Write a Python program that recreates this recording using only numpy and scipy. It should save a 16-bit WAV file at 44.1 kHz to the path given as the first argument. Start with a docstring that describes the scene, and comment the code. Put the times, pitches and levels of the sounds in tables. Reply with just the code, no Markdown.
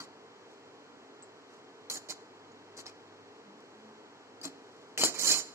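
"""In a small kitchen, a metal spatula pushes chopped fruit across a hand-held steel plate.
Stick-slip friction in short strokes and sharp clinks excite the modes of plate and blade. One load
drops into a bowl with a damped thud; then the spatula lands again and makes a long scrape.
The fruit rustles faintly, and a fan-like rush, mains hum and a faint climbing hum fill the room."""
import sys
import numpy as np
from scipy import signal
from scipy.fft import rfft, irfft, next_fast_len
from scipy.io import wavfile

SR = 44100
rng = np.random.default_rng(int(sys.argv[2]) if len(sys.argv) > 2 else 0)


def unload_wav(signal):
    """Save mono or channel-first audio to the path in sys.argv[1] as 16-bit WAV at rate SR, clipped to [-1, 1]."""
    wavfile.write(
        sys.argv[1],
        SR,
        np.round(np.clip(np.atleast_2d(signal).T, -1, 1) * 32767).astype(np.int16),
    )


N = 244314
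TIME = np.arange(N) / SR
FFT_SIZE = 2 * next_fast_len((N + SR // 4) // 2)
BARE_FROM_S = 4.9  # fruit muffles the steel until the spatula comes back to the bared rim

# Strokes of the edge on steel. Each row: start in seconds, length in seconds, crest level in dB, swell
# to the crest in dB, place of the crest from 0 to 1, treble in dB, body in dB, blade ring in dB.
EDGE_STROKES = [(0.001, 0.051, -48, 8.5, 0, -5, 11.5, -22), (1.899, 0.081, -43, 1, 0.5, 8.5, 5.5, -29),
                (2.086, 0.038, -33.5, 9, 0.52, -13, -0.5, -13.5),
                (2.765, 0.05, -39.5, 9.5, 0.47, -31, 3, -25), (2.856, 0.043, -52.5, 4, 0, -40, 13, -11.5),
                (4.43, 0.053, -45, 5, 0.19, 3, 10.5, -12), (4.977, 0.063, -30.5, 9.5, 0.67, 7.5, 6.5, -7.5),
                (5.037, 0.057, -30, 12, 0.12, 7.5, 6, -17), (5.14, 0.045, -41, 1.5, 0.6, -5, 5, -6),
                (5.185, 0.22, -24, 12, 0.54, 3.5, -3, -28),
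                (5.311, 0.034, -27.5, 5.5, 0.48, -14, -10, -7.5)]
# Clinks of the spatula. Each row: start in seconds, relative level in dB, ring pitch in Hz,
# ring against click in dB, ring t60 in seconds, high-pass edge in Hz.
SPATULA_CLINKS = [(0.002, -40, 4590, 13, 0.047, 800), (1.224, -49, 7630, 16, 0.025, 2000),
                  (1.8995, -9.5, 4430, -5.5, 0.019, 8000), (1.907, -37, 6960, 4, 0.01, 4000),
                  (1.937, -39, 6850, 12, 0.015, 3000), (1.972, -35, 6900, 7, 0.01, 4000),
                  (2.097, -27, 4170, 2.5, 0.0086, 2000), (2.105, -25, 6820, -2.5, 0.012, 2000),
                  (2.518, -58, 6800, 7, 0.03, 3000), (2.865, -33.5, 5400, 6.5, 0.0072, 1000),
                  (3.605, -48, 5800, -5, 0.01, 3000), (4.414, -32, 4900, -4, 0.036, 2000),
                  (4.434, -40, 4770, 6, 0.04, 1500), (4.452, -24, 7420, 1, 0.011, 2500),
                  (4.9765, -14.5, 2610, 5, 0.0068, 2980), (5.037, -2.5, 5650, -17, 0.01, 2200),
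                  (5.188, -23, 6900, -17, 0.01, 2000), (5.213, -17, 5440, -11, 0.01, 3000),
                  (5.271, -15.5, 4290, 3, 0.02, 3000), (5.289, -18, 7320, 5.5, 0.014, 3000),
                  (5.318, -17.5, 6850, 6, 0.012, 3000), (5.404, -29, 7400, -32, 0.01, 2000)]
# Modes of the loaded plate. Each row: frequency in Hz, relative level in dB, t60 in seconds.
PLATE_RESONANCES = [(2465, 4, .11), (3031, 4, .08), (3348, -1, .07), (4140, -6, .1), (4214, 1, .14),
                    (4700, -4, .07), (4937, 0, .14), (5075, -.5, .14), (5308, -4, .1), (5609, -5, .1),
                    (6045, -2, .14), (6550, -5, .1), (6847, -3, .15), (6912, -2, .15), (7095, -2.5, .14),
                    (7179, -3, .14), (7317, -5, .13), (7383, -4, .13), (7508, -3, .16), (7620, -4, .14),
                    (8849, -2, .12), (14000, -7, .04)]
# Modes of the spatula's blade. Each row: frequency in Hz, relative level in dB, t60 in seconds.
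BLADE_RESONANCES = [(2490, 6, 0.04), (3030, 0, 0.04), (3330, 1, 0.03), (5100, -3, 0.015), (7200, -2, 0.02)]
# Tone colour of the scrapes and clinks, with the treble cut sharply above 8 kHz.
# Each row: frequency in Hz, relative level in dB.
CONTACT_COLOUR = [(60, -22.5), (170, -5), (380, 4), (600, -2), (1200, -8), (2100, -8), (2480, -14),
                  (2800, -16), (3030, -10.5), (3350, -11), (3900, -3), (4180, -1), (5200, -1.5), (6200, -3),
                  (6900, -1.5), (7600, 0.5), (8050, -10.5), (10500, -13.5), (12500, -19.5), (15500, -23)]
# Uneven radiation of the plate to the two sides. Each row: frequency in Hz, left minus right in dB.
PLATE_DIRECTIVITY = [(100, 3.5), (300, -5), (700, -2), (1300, 0), (2450, 1.5), (3300, 4.5), (4300, -4.5),
                     (5800, -4), (7000, -1.5), (9000, 1)]
# Direction of the treble as the spatula travels, in the early and the late strokes.
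# Each row: time in seconds, left minus right in dB.
EARLY_PAN = [(1.89, -1), (2.058, 3), (2.07, -18), (2.14, 5)]
LATE_PAN = [(4.98, 3.5), (5.058, 2.5), (5.106, -7), (5.198, -13.5), (5.28, -5), (5.338, -3.5), (5.374, -16),
            (5.406, -7), (5.45, 0)]
# Dull blows of fruit landing in the bowl and the spatula bumping the plate.
# Each row: start in seconds, level in dB, pitch in Hz, t60 in seconds.
DULL_BLOWS = [(0.010, -37, 290, 0.02), (4.453, -39.5, 180, 0.05), (4.457, -36, 278, 0.15),
              (5.0355, -7.5, 730, 0.0044), (5.04, -30.5, 307, 0.048)]
# Pieces of fruit shifting. Each row: centre in seconds, half width in seconds, level in dB.
FRUIT_SHIFTS = [(0.52, 0.037, -69.5), (1.54, 0.057, -67.5), (3.8, 0.24, -76), (4.78, 0.24, -71)]
# Tone colour of the rustle. Each row: frequency in Hz, relative level in dB.
RUSTLE_SPECTRUM = [(500, -10), (3000, -6), (4500, 3), (7600, 1), (8500, -9), (12000, -18), (15000, -31)]
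# Tone colour of the steady rush. Each row: frequency in Hz, relative level in dB.
RUSH_SPECTRUM = [(25, -40), (70, -30.5), (120, -12), (190, -11), (290, 0.5), (345, -5), (415, 2.5),
                 (468, 0.5), (530, -7.5), (900, -6), (2000, -14.5), (2800, -19), (3300, -17), (7850, -27.5),
                 (8300, -41), (12000, -45.5), (14000, -64)]
# Swells of the climbing hum. Each row: centre in seconds, half width in seconds, level in dB.
CLIMBING_SWELLS = [(3.5, 0.098, -62.5), (3.86, 0.14, -64), (4.2, 0.078, -70)]
# Likeness of the sound at the two microphones. Each row: frequency in Hz, coherence from 0 to 1.
MIC_COHERENCE = [(60, .88), (450, .92), (1200, .62), (2800, .55), (3420, .95), (3720, .95), (4150, .15),
                 (7000, .05), (15000, .05)]


def scraping(slips_per_s=900, spread_db=3, hiss=0.78, treble_hz=9000, body_hz=1800, dulling_db=10):
    """Stick-slip friction: the force is a train of tiny uneven slips over hiss, swelling each stroke."""
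    force = np.zeros(N)
    for start, length, level_db, swell_db, crest, treble_db, body_db, _ in EDGE_STROKES:
        place = np.linspace(0, 1, int(length * SR))
        slips = impulses(SR, slips_per_s, spread_db)[:len(place)]
        friction = rng.standard_normal(SR)[:len(place)]
        grain = unit_energy(unit_energy(slips) + hiss * unit_energy(friction))
        off_crest = np.interp(place, [0, np.clip(crest, .02, .98), 1], [1, 0, 1])
        stroke = grain * np.sqrt(len(place)) * from_db(level_db - swell_db * off_crest)
        # a sharp edge adds treble, a flat blade moves the whole plate
        treble = from_db(treble_db - dulling_db * (place - .5))
        stroke += (treble - 1) * passed(stroke, treble_hz, "high")
        stroke += (from_db(body_db) - 1) * passed(stroke, body_hz, "low")
        at = int(start * SR)
        force[at:at + len(stroke)] += stroke[:N - at]
    return force * from_db(0.4 * drift(per_s=33))  # the pressure of the hand trembles


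def clinking(gain_db=7.5):
    """Hard impact: a click and the blade's brief ring; the finer the contact, the less bass."""
    force, t = np.zeros(N), TIME[:SR // 10]
    for start, level_db, pitch_hz, ring_db, t60, edge_hz in SPATULA_CLINKS:
        blow = from_db(ring_db) * unit_energy(np.sin(2 * np.pi * pitch_hz * t) * dying(t, t60))
        blow[0] += 1
        at = int(start * SR)
        force[at:at + len(t)] += from_db(level_db + gain_db) * passed(blow, edge_hz, "high")
    return force


def plate_wash(force, crack_db=5, wash_db=1, covered_t60=0.092, bare_t60=0.115, spots_per_s=45, spots=5):
    """Modal overlap: a contact gives a push, a crack and a wash of close modes, shortened by fruit."""
    t = TIME[:SR // 8]
    push = np.array([t == 0, 0 * t])
    bare = TIME >= BARE_FROM_S
    # as the edge travels, each spot of the plate answers with another mix of modes
    spot = (TIME * spots_per_s).astype(int) % spots
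    sound = np.zeros((2, N))
    for k in range(spots):
        crack = from_db(crack_db) * unit_energy(rng.standard_normal((2, len(t))) * dying(t, t60=0.016))
        close_modes = rng.standard_normal((2, len(t)))
        for when, t60 in ((~bare, covered_t60), (bare, bare_t60)):
            wash = from_db(wash_db) * unit_energy(close_modes * dying(t, t60))
            # in the bass the plate moves as one piece; its modes crowd together only higher up
            contact = push + passed(crack + wash, edge_hz=1300, kind="high")
            sound += convolve(force * when * (spot == k), contact / np.linalg.norm(contact[0]))
    return sound


def plate_ring(force, covered_db=-30, bare_db=-9):
    """Resonance: the force excites the plate's clear modes, weakly while fruit covers the steel."""
    coupling = from_db(np.where(TIME < BARE_FROM_S, covered_db, bare_db))
    return wavering(convolve(force * coupling, ringing(PLATE_RESONANCES)), share=.001)


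def blade_ring(force):
    """Forced vibration: the blade's modes are driven for the length of each stroke."""
    coupling = sum(from_db(ring_db) * (TIME >= start) * (TIME < start + length)
                   for start, length, *_, ring_db in EDGE_STROKES)
    return wavering(convolve(force * coupling, ringing(BLADE_RESONANCES)), share=.012)


def ringing(modes):
    """Superposition of damped modes; two rows in quadrature give both sides equal strength."""
    t, quadrature = TIME[:SR // 3], np.array([[0], [np.pi / 2]])
    response = 0
    for hz, db, t60 in modes:
        phase = 2 * np.pi * (hz * t + rng.random()) + quadrature
        response += from_db(db) * unit_energy(np.sin(phase) * dying(t, t60))
    return unit_energy(response)


def wavering(x, share, bends_per_s=45):
    """Frequency modulation: changing pressure bends every pitch by a small share."""
    warped_time = TIME + share / bends_per_s * drift(bends_per_s)
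    fine_time = np.arange(4 * N) / (4 * SR)
    oversampled = signal.resample_poly(x, 4, 1, axis=-1)
    return np.array([np.interp(warped_time, fine_time, row) for row in oversampled])


def plate_shadow(stereo, shade_hz=3900):
    """Acoustic shadow: the plate shades only short waves, so the treble moves with the spatula."""
    pan_db = np.interp(TIME, *np.vstack([EARLY_PAN, LATE_PAN]).T)
    treble = signal.sosfiltfilt(signal.butter(4, shade_hz, "high", fs=SR, output="sos"), stereo)
    sides = from_db(np.array([pan_db, -pan_db]) / 2)
    sides /= np.sqrt(np.mean(sides ** 2, axis=0))
    return stereo + treble * (sides - 1)


def thuds(baffle_hz=170):
    """Damped oscillation: a soft, heavy blow excites one low mode; a small dish radiates little bass."""
    low = sum(from_db(db) * np.sin(2 * np.pi * hz * (start - TIME)) * dying(TIME - start, t60)
              for start, db, hz, t60 in DULL_BLOWS)
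    radiated = signal.sosfilt(signal.butter(2, baffle_hz, "high", fs=SR, output="sos"), low)
    return np.array([radiated, np.zeros(N)])


def fruit_rustle():
    """Shot noise: wet pieces slide over each other, and their tiny ticks merge into a rustle."""
    ticks = np.sqrt(N) * unit_energy(impulses((2, N), per_s=1500, spread_db=4))
    return microphones(colour(ticks * swells(FRUIT_SHIFTS), RUSTLE_SPECTRUM))


def kitchen(pair, t60=0.52, covered_wet_db=-18.5, bare_wet_db=-16.5, wall_hz=3500, first_echo_s=0.0059):
    """Reverberation: near, hard walls add a short, duller tail, weaker while fruit covers the steel."""
    t = TIME[:SR // 2]
    tail = passed(rng.standard_normal((2, len(t))) * dying(t - first_echo_s, t60), wall_hz, "low")
    wet = from_db(np.where(TIME < BARE_FROM_S, covered_wet_db, bare_wet_db))
    return pair + convolve(wet * pair[0], unit_energy(tail))


def room_rush(level_db=-54):
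    """Broadband noise: a steady, fan-like rush, strongest at a few hundred hertz."""
    return microphones(from_db(level_db) * colour(rng.standard_normal((2, N)), RUSH_SPECTRUM))


def mains_hum(hz=102, level_db=-80, waver_db=3, swell_db=8.5, swell_at_s=2.98, half_width_s=0.26):
    """Amplitude modulation: the mains hum wavers in level and swells once."""
    swell = np.exp(-((TIME - swell_at_s) / half_width_s) ** 2)
    rms = from_db(level_db + swell_db * swell + waver_db * drift(per_s=3.7))
    return np.sqrt(2) * rms * np.sin(2 * np.pi * hz * TIME)


def climbing_hum(hz=187, reached_at_s=3.1, rise_hz_per_s=46, waver_hz=6.1, waver_db=5):
    """Masking: a faint, rising tone surfaces from the rush only in short swells."""
    pitch_hz = hz + rise_hz_per_s * (TIME - reached_at_s) + waver_hz * drift(per_s=30.08)
    rms = swells(CLIMBING_SWELLS) * from_db(waver_db * drift(per_s=17))
    return np.sqrt(2) * rms * np.sin(2 * np.pi * np.cumsum(pitch_hz) / SR)


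def microphones(pair, directivity=None, left_lag_samples=6.2):
    """Partial coherence: a shared and a differing row mix into left and right, the left a bit later."""
    hz = np.fft.rfftfreq(FFT_SIZE, 1 / SR)
    coherence = np.clip(at_hz(MIC_COHERENCE, hz), 0, 1)
    shared, differing = rfft(pair, FFT_SIZE)
    shared *= np.sqrt((1 + coherence) / 2)
    differing *= np.sqrt((1 - coherence) / 2)
    delay = np.exp(-2j * np.pi * hz * left_lag_samples / SR)
    lean = 1 if directivity is None else from_db(at_hz(directivity, hz) / 2)
    return irfft([(shared + differing) * delay * lean, (shared - differing) / lean])[:, :N]


def impulses(shape, per_s, spread_db):
    """Poisson process: independent impulses of uneven size and either sign."""
    sizes = from_db(spread_db * np.minimum(rng.exponential(1, shape), 3))
    signs = rng.choice([-1, 1], shape)
    return sizes * signs * (rng.random(shape) < per_s / SR)


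def swells(table):
    """Gaussian envelopes, one for each row, summed."""
    return sum(from_db(db) * np.exp(-((TIME - centre) / width) ** 2) for centre, width, db in table)


def drift(per_s):
    """Slow random fluctuation with a spread of about one."""
    knots = rng.standard_normal(N // 40)
    return np.interp(TIME * per_s, np.arange(len(knots)), knots)


def dying(t, t60):
    """Exponential decay by 60 dB in t60 seconds, silent before time zero."""
    return from_db(-60 * np.clip(t / t60, 0, 5)) * (t >= 0)


def colour(x, spectrum):
    """Minimum-phase filter that keeps the power of white noise."""
    gain = from_db(at_hz(spectrum, np.fft.rfftfreq(FFT_SIZE, 1 / SR)))
    cepstrum = irfft(np.log(gain / np.sqrt(np.mean(gain ** 2))))
    # folding onto positive time makes the filter causal
    cepstrum[1:FFT_SIZE // 2] *= 2
    cepstrum[FFT_SIZE // 2 + 1:] = 0
    return irfft(rfft(x, FFT_SIZE) * np.exp(rfft(cepstrum)))[..., :N]


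def passed(x, edge_hz, kind):
    """First-order low-pass or high-pass."""
    return signal.sosfilt(signal.butter(1, edge_hz, kind, fs=SR, output="sos"), x)


def convolve(x, response):
    """Convolution with one impulse response per row."""
    return signal.oaconvolve(np.atleast_2d(x), response, axes=-1)[:, :N]


def at_hz(points, hz):
    """Interpolation along a logarithmic frequency axis."""
    knots_hz, values = np.transpose(points)
    return np.interp(np.log(hz + 1), np.log(knots_hz), values)


def unit_energy(x):
    """Normalisation of each row to an energy of one."""
    return x / np.sqrt(np.sum(x ** 2, axis=-1, keepdims=True) + 1e-20)


def from_db(db):
    """Decibels to amplitude ratio."""
    return 10 ** (np.asarray(db) / 20)


def scene():
    """Source and resonator: one contact force drives plate and blade; fruit and room sounds add on."""
    force = scraping() + clinking()
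    scrapes_and_clinks = colour(plate_wash(force) + plate_ring(force) + blade_ring(force), CONTACT_COLOUR)
    contacts = microphones(kitchen(scrapes_and_clinks + thuds()), PLATE_DIRECTIVITY)
    return plate_shadow(contacts) + fruit_rustle() + room_rush() + mains_hum() + climbing_hum()


def record(dry):
    """Antiphase: one narrow band keeps only the channels' difference; the top is cut steeply."""
    opposed_hz, cutoff_hz = (3410, 3820), 15500
    mid = dry.mean(axis=0)
    notched_mid = signal.sosfiltfilt(signal.butter(3, opposed_hz, "bandstop", fs=SR, output="sos"), mid)
    low_pass = signal.ellip(10, .1, 80, cutoff_hz, fs=SR, output="sos")
    return signal.sosfilt(low_pass, dry - mid + notched_mid)


dry = scene()
out = record(dry)
unload_wav(out)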